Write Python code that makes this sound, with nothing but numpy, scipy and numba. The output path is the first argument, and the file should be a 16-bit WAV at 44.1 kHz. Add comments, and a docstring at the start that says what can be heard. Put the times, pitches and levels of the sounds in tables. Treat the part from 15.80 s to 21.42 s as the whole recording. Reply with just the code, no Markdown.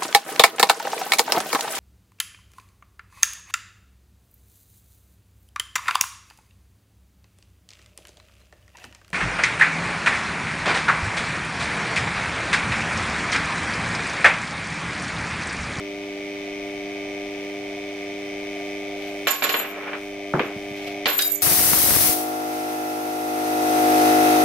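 """A mains motor hums and buzzes under a spinning disc on a wooden table: its magnetic pull shakes the
frame and rattles the casing, while the disc whispers up to speed. Two coins scrape off in turn and bounce
on the wood, ringing as they tumble. The first rolls over the edge and thuds on the floor; the second
clinks against metal. Soft room air lies underneath, and a limiter ducks the mix after the hard blows."""
import sys
import numpy as np
from scipy import signal
from scipy.fft import rfft, irfft
from scipy.io import wavfile
from scipy.ndimage import uniform_filter1d
from numba import njit

SR = 44100
rng = np.random.default_rng(int(sys.argv[2]) if len(sys.argv) > 2 else 0)


def wav_record(signal):
    """Record a signal, one row per channel, as 16-bit PCM in the file named by sys.argv[1]."""
    frames = np.transpose(np.atleast_2d(signal))
    bounded = np.clip(frames, -1, 1)
    # unit amplitude maps onto the largest positive 16-bit level
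    quanta = np.round(bounded * 32767).astype(np.int16)
    wavfile.write(sys.argv[1], SR, quanta)


N = 247842
T = np.arange(N) / SR
HZ = np.maximum(np.fft.rfftfreq(N, 1 / SR), 1)
AGE = T[:SR * 3 // 4]  # seconds since a hit

# The hum's harmonics. Each row: multiple of the magnetic pull, relative level in dB.
HUM_HARMONICS = [(1, -18.5), (2, -9), (3, 4), (4, 4.5), (5, -11.5), (6, -1.5), (7, -58), (8, -68),
                 (9, -18.5), (10, -26), (12, -23)]
# Resonances of the motor's casing and chassis. Each row: centre in Hz, width in Hz, gain in dB.
CASING_MODES = [(1200, 45, -17.5), (1610, 200, -19), (1795, 56, -14.5), (2043, 71, 1), (2242, 90, 6),
                (2460, 122, -1.5), (2590, 37, -16), (2820, 37, -19), (3098, 23, -6), (3544, 160, -10.5),
                (3870, 130, -27), (4855, 94, -15.5), (5810, 650, -16)]
CHASSIS_MODES = [(128.3, 7.3, -2.5), (578, 123, -4), (704, 53, 5), (806, 24, -7)]
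# Coins knocking on the table. Each row: start in seconds, level in dB, treble roll-off in Hz.
COIN_KNOCKS = [(3.47, -3.5, 3620), (3.482, -5, 5600), (3.622, -7.5, 3720), (3.639, -8, 4640),
               (3.692, -9.5, 4430), (3.740, -8, 3180), (3.798, -19.5, 3270), (3.848, -25, 2600),
               (5.257, -5, 4240), (5.267, -9.5, 4440), (5.287, -11, 4300), (5.389, -17.5, 6500)]
# The table top's resonances. Each row: centre in Hz, width in Hz, gain in dB.
TABLE_MODES = [(456, 39, -5), (581.5, 39, -3.5), (764, 13, -10), (1092, 12.6, -4.5), (1300, 54, -5),
               (1462, 14, -8.5), (1690, 16, -8), (2356, 67, 0.5), (2850, 23, -28), (4210, 50, -5)]
# The tone of a knock on wood. Each row: frequency in Hz, gain in dB.
WOOD_EQ = [(60, -62), (200, -9), (400, -7), (600, -3.5), (900, -5.5), (1500, -4.5), (2800, -3),
           (4500, -7.5), (7000, -6.5), (15000, 5)]
# Coins tumbling. Each row: start and end in seconds, level in dB, attack in seconds, tumble rate in Hz.
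COIN_TUMBLES = [(3.47, 3.82, -17, 0.0027, 7.72), (4.59, 4.68, -54, .003, 11),
                (5.254, 5.547, -9.5, 0.021, 18)]
# Each coin's bending modes, with close pairs that beat. Each row: pitch in Hz, level in dB.
FIRST_COIN_MODES = [(7041, -13.5), (7072, -6.5), (8479, -16), (12090, -27), (12352, -8.5), (12396, 2)]
SECOND_COIN_MODES = [(7002, -22), (7058, -18), (8465, -23), (12307, -11), (12345, -6), (12408, -9)]
# The second coin hitting metal. Each row: start in seconds, level in dB.
METAL_HITS = [(5.391, -11.5), (5.414, -9.5), (5.421, -2.5)]
# The metal's ring. Each row: pitch in Hz, level in dB, seconds to decay by 60 dB.
METAL_MODES = [(3813, -3, .2), (4890, -7, .17), (9075, -13, .16), (10830, -14, .16), (11618, -10, .17),
               (13660, -13, .12), (14490, -20, .12)]
# The second coin's dry ticks. Each row: start in seconds, level in dB, centre in Hz, width in Hz.
DRY_TICKS = [(5.390, -8, 3480, 2600), (5.392, -12, 1630, 500), (5.555, -20.5, 7000, 1200)]
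# Dull hits on table edge and floor. Each row: start in seconds, level in dB, low and high cut in Hz.
DULL_HITS = [(4.133, -22, 617, 2600), (4.5378, -11, 135, 1440), (4.5445, -13, 125, 685),
             (4.5943, -12, 495, 2620), (4.601, -15.5, 256, 526), (4.761, -30, 93, 265.6),
             (4.908, -35, 88, 242)]
# The floorboards' boom. Each row: pitch in Hz, level in dB, seconds to decay by 60 dB.
FLOOR_MODES = [(143, -4, .22), (177, -5, .18), (232, -13, .17), (362, -6, .2), (720, -14, .12)]
# Coins sliding off the disc. Each row: arrival at the rim in seconds, level there in dB.
COIN_SLIDES = [(3.28, -43), (5.09, -37.5)]
# The room tone's colour. Each row: frequency in Hz, gain in dB.
AIR_EQ = [(15, -15), (26, -10.5), (38, -5.5), (70, -19.5), (250, -11), (500, -11.5), (1150, -19.5),
          (3000, -13), (8000, -32), (15000, -39.5)]

ROOM_T60_S, WIDE_HZ = 0.39, 2600  # the stereo image opens up around WIDE_HZ


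def motor(pull_hz=99.82, hum_db=-32.5, casing_db=-37):
    """The magnetic pull hums in the frame and taps the casing once a cycle; both swell with each turn."""
    cycles = pull_hz * T + 0.003 * wander(5)
    left_lead = np.array([[1], [0]])  # the motor sits left, so that side is a touch early
    hum = unit_rms(sum(undb(db) * np.cos(2 * np.pi * round(k) * (cycles + 0.0098 * left_lead))
                       for k, db in HUM_HARMONICS))
    # nearly even taps ring the casing, and a rasp swells with each
    chatter = cycles + .35 + 0.0011 * wander(60)
    tap_size = undb(.4 * wander(100))
    taps = np.diff(np.floor(chatter + 0.0051 * left_lead), prepend=0) * tap_size
    shell = resonances(CASING_MODES)
    buzz = unit_rms(irfft(rfft(taps) * shell, N)) * undb([[.8], [-.8]])
    rasp = unit_rms(noise(shell) * np.exp(0.14 * np.cos(2 * np.pi * chatter)))
    casing = (undb(-3) * buzz + undb(-6) * rasp) * undb(0.6 * wander(10))
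    swell = turn_swell()
    hum_gain = undb(hum_db + .5 * swell + 0.23 * wander(3.73))
    casing_gain = undb(casing_db + .7 * swell) * speed_gain(db_per_doubling=1.5)
    return hum * hum_gain + casing * casing_gain


def disc(whisper_db=-59, bearing_db=-41):
    """As the disc speeds up it whispers in the air and its bearing rustles in the chassis."""
    whisper = noise(resonances([(7150, 14000, 0)])) * undb(whisper_db - 3 * wander(11))
    flutter = undb(1.1 * wander(12))
    bearing = noise(resonances(CHASSIS_MODES)) * undb(bearing_db) * flutter
    return whisper * speed_gain(db_per_doubling=21) + bearing * speed_gain(db_per_doubling=9)


def disc_speed(start_share=.61, spin_up_s=3.5):
    """The disc's share of full speed climbs evenly, then holds."""
    return np.interp(T, [0, spin_up_s], [start_share, 1])


def speed_gain(db_per_doubling):
    """A fader that rises with the disc's speed."""
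    return undb(db_per_doubling * np.log2(disc_speed()))


def turn_swell(full_turns_per_s=.8, crest_s=2.82):
    """A slow swing between -1 and 1, once per turn of the disc."""
    turns = np.cumsum(disc_speed()) * full_turns_per_s / SR
    return np.cos(2 * np.pi * (turns - np.interp(crest_s, T, turns)))


def coin_bounces(slap_s=.008):
    """Each landing knocks the wood, a little to the right: dull when flat, bright on the rim."""
    out = np.zeros((2, N))
    for s, db, bright_hz in COIN_KNOCKS:
        wood = eq_curve(WOOD_EQ) * (1 + 0.34 * resonances(TABLE_MODES))
        wood /= np.hypot(1, (HZ / bright_hz) ** 4.4)
        # narrow resonances ring longer
        table_ring = ring([(hz, mode_db - 8, 4.75 / width) for hz, width, mode_db in TABLE_MODES])
        force = undb(db + np.array([[-1], [1]]))
        place(out, s, force * (crack(wood, t60_s=0.053, room_db=-7.5) + table_ring))
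        # the opposite rim slaps down a moment later
        place(out, s + slap_s, force * undb(-9) * crack(wood, t60_s=0.05, room_db=-11.5))
    return out


def coin_ringing(free_t60_s=3.1, settle_t60_s=0.094):
    """A coin rings while it tumbles and is choked once its rim stays on the wood."""
    out = np.zeros((2, N))
    last_thud_s = DULL_HITS[-1][0]
    for s, end_s, db, attack_s, tumble_hz in COIN_TUMBLES:
        coin = FIRST_COIN_MODES if s < last_thud_s else SECOND_COIN_MODES
        # its two faces flash left and right in turn
        facing = 1 + 0.38 * np.cos(4 * np.pi * tumble_hz * AGE + np.pi * np.array([[0], [.5]]))
        choke = undb(-60 * np.maximum(s + AGE - end_s, 0) / settle_t60_s)
        tone = ring([(hz, mode_db, free_t60_s) for hz, mode_db in coin], rise_s=attack_s)
        place(out, s, undb(db) * facing * choke * tone)
    uneven_tumble = undb(5.5 * np.array([wander(55), wander(55)]))
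    return room_reverb(out * uneven_tumble, wet_db=-8)


def metal_clinks():
    """Coin on metal: a hiss of contact and a short, high ring, with hard, dry ticks."""
    out = np.zeros((2, N))
    for s, db in METAL_HITS:
        hiss = crack(resonances([(10400, 60000, 0)]), t60_s=0.031, room_db=-15.5)
        place(out, s, undb(db - 3) * (ring(METAL_MODES) + hiss))
    for s, db, hz, width in DRY_TICKS:
        place(out, s, undb(db) * crack(resonances([(hz, width, 0)]), t60_s=0.062, room_db=-13.5))
    return out


def coin_thuds():
    """Soft contacts: one rounded push, its scatter, and the floor's boom under the deep ones."""
    out = np.zeros((2, N))
    for s, db, low_hz, high_hz in DULL_HITS:
        bandpass = signal.butter(4, [low_hz, high_hz], "bandpass", fs=SR, output="sos")
        push = signal.sosfilt(bandpass, 1. * (AGE == 0))
        push /= np.abs(push).max()
        band = 1 / np.hypot(1, (low_hz / HZ) ** 3) / np.hypot(1, (HZ / high_hz) ** 4.8)
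        scatter = crack(band, t60_s=0.066, room_db=-7, rise_s=.5 / high_hz)
        boards = [(hz, mode_db + 20 * np.log10(np.interp(hz, HZ, band)), t60)
                  for hz, mode_db, t60 in FLOOR_MODES]
        boom = ring(boards, rise_s=0.0017)
        place(out, s, undb(db) * (undb(3) * push + undb(-4) * scatter + undb(-5) * boom))
    return out


def coin_roll(start_s=3.82, end_s=4.16, fade_s=.04, level_db=-32, rise_db_per_s=4.5, top_hz=2300):
    """The first coin's rim patters over the grain and stirs the table's modes, growing a little."""
    body = eq_curve(WOOD_EQ) * (.5 + resonances(TABLE_MODES)) / np.hypot(1, (HZ / top_hz) ** 4)
    patter = noise(body) * undb(1.95 * wander(140))
    gate = np.interp(T, [start_s - fade_s, start_s, end_s, end_s + fade_s], [0, 1, 1, 0])
    return patter * gate * undb(level_db + rise_db_per_s * (T - start_s))


def coin_slides(swell_db_per_s=82, fade_db_per_s=193):
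    """A faint, singing scrape swells as each coin gathers speed across the disc."""
    scrape = resonances([(2600, 2300, 29.5), (8000, 8000, -38), (12370, 120, 24.5)])
    swell = sum(undb(db - np.maximum(swell_db_per_s * (s - T), fade_db_per_s * (T - s)))
                for s, db in COIN_SLIDES)
    return noise(scrape) * undb(2.6 * wander(120)) * swell


def room_reverb(x, wet_db):
    """The sound plus its diffuse tail in a small room."""
    tail = rng.standard_normal((2, len(AGE))) * decay(ROOM_T60_S) * (AGE > .003)
    tail /= np.sqrt(np.sum(tail ** 2, axis=1, keepdims=True))
    return x + undb(wet_db) * signal.fftconvolve(x, tail, axes=1)[:, :N]


def room_air(level_db=-44):
    """A steady, soft bed of room tone."""
    return undb(level_db) * noise(eq_curve(AIR_EQ))


def crack(tone, t60_s, room_db, rise_s=0.00025):
    """A short burst of contact noise and the room's answer."""
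    burst = noise(tone, size=len(AGE)) * decay(t60_s)
    tail = noise(tone, size=len(AGE)) * decay(ROOM_T60_S)
    return (burst + undb(room_db) * tail) * onset(rise_s)


def ring(modes, rise_s=0.0023):
    """Decaying sines from (Hz, dB, t60 in seconds) rows; the higher ones spread wider."""
    out = 0
    for hz, db, t60 in modes:
        phase = rng.uniform(0, 2 * np.pi)
        spread = np.array([[1], [-1]]) * rng.choice([-1, 1]) * np.arctan(hz / np.hypot(hz, WIDE_HZ))
        out = out + undb(db) * decay(t60) * np.sin(2 * np.pi * hz * AGE + phase + spread)
    return out * onset(rise_s)


def noise(tone, size=N):
    """Coloured stereo noise, centred in the bass and wide in the treble."""
    hz = np.fft.rfftfreq(size, 1 / SR)
    mid, side = rfft(rng.standard_normal((2, size)))
    side = side * hz / np.hypot(hz, WIDE_HZ) * np.array([[1], [-1]])
    return unit_rms(irfft((mid + side) * np.interp(hz, HZ, tone), size))


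def resonances(modes):
    """An EQ curve of steep peaks from (centre Hz, width Hz, dB) rows."""
    return sum(undb(db) / (1 + (hz / width * (HZ / hz - hz / HZ)) ** 2) for hz, width, db in modes)


def eq_curve(points):
    """An EQ curve drawn through (Hz, dB) points."""
    hz, db = np.transpose(points)
    return undb(np.interp(np.log(HZ), np.log(hz), db))


def wander(rate_hz):
    """Smooth random modulation with a spread near 1."""
    hold = int(SR / rate_hz)
    steps = np.repeat(rng.standard_normal(N // hold + 1), hold)
    return 1.3 * uniform_filter1d(uniform_filter1d(steps, hold), hold)[:N]


def onset(rise_s):
    """A rounded attack: the softer the contact, the slower."""
    return 1 - np.exp(-(AGE / rise_s) ** 2)


def decay(t60_s):
    return undb(-60 * AGE / t60_s)


def place(out, start_s, sound):
    start = int(start_s * SR)
    out[:, start:start + len(AGE)] += sound[:, :N - start]


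def undb(db):
    return 10 ** (np.asarray(db) / 20)


def unit_rms(x):
    return x / np.sqrt(np.mean(x ** 2))


@njit
def gain_reduction(excess, attack, release):
    """The limiter's envelope grabs fast and lets go slowly."""
    out, held = np.empty(len(excess)), 0.
    for i in range(len(excess)):
        held += (excess[i] - held) * (attack if excess[i] > held else release)
        out[i] = held
    return out


def scene():
    """Motor, disc and coins over the room tone."""
    air = room_air()
    machine = motor() + disc()
    coins = coin_bounces() + coin_ringing() + metal_clinks() + coin_thuds() + coin_roll() + coin_slides()
    return machine + coins + air


def record(dry, ceiling_db=-6.5, attack_s=0.000074, release_s=0.48, top_hz=15700):
    """A limiter looks a millisecond ahead and ducks the mix on peaks; a steep low-pass trims the top."""
    ahead = SR // 1000
    peak_db = 20 * np.log10(np.abs(dry).max(axis=0) + 1e-9)
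    excess_db = np.maximum(peak_db - ceiling_db, 0)
    duck_db = gain_reduction(np.pad(excess_db, (0, ahead)), 1 / (attack_s * SR), 1 / (release_s * SR))
    limited = dry * undb(-uniform_filter1d(duck_db, ahead)[ahead:])
    return signal.sosfilt(signal.ellip(10, .2, 80, top_hz, fs=SR, output="sos"), limited)


dry = scene()
out = record(dry)
wav_record(out)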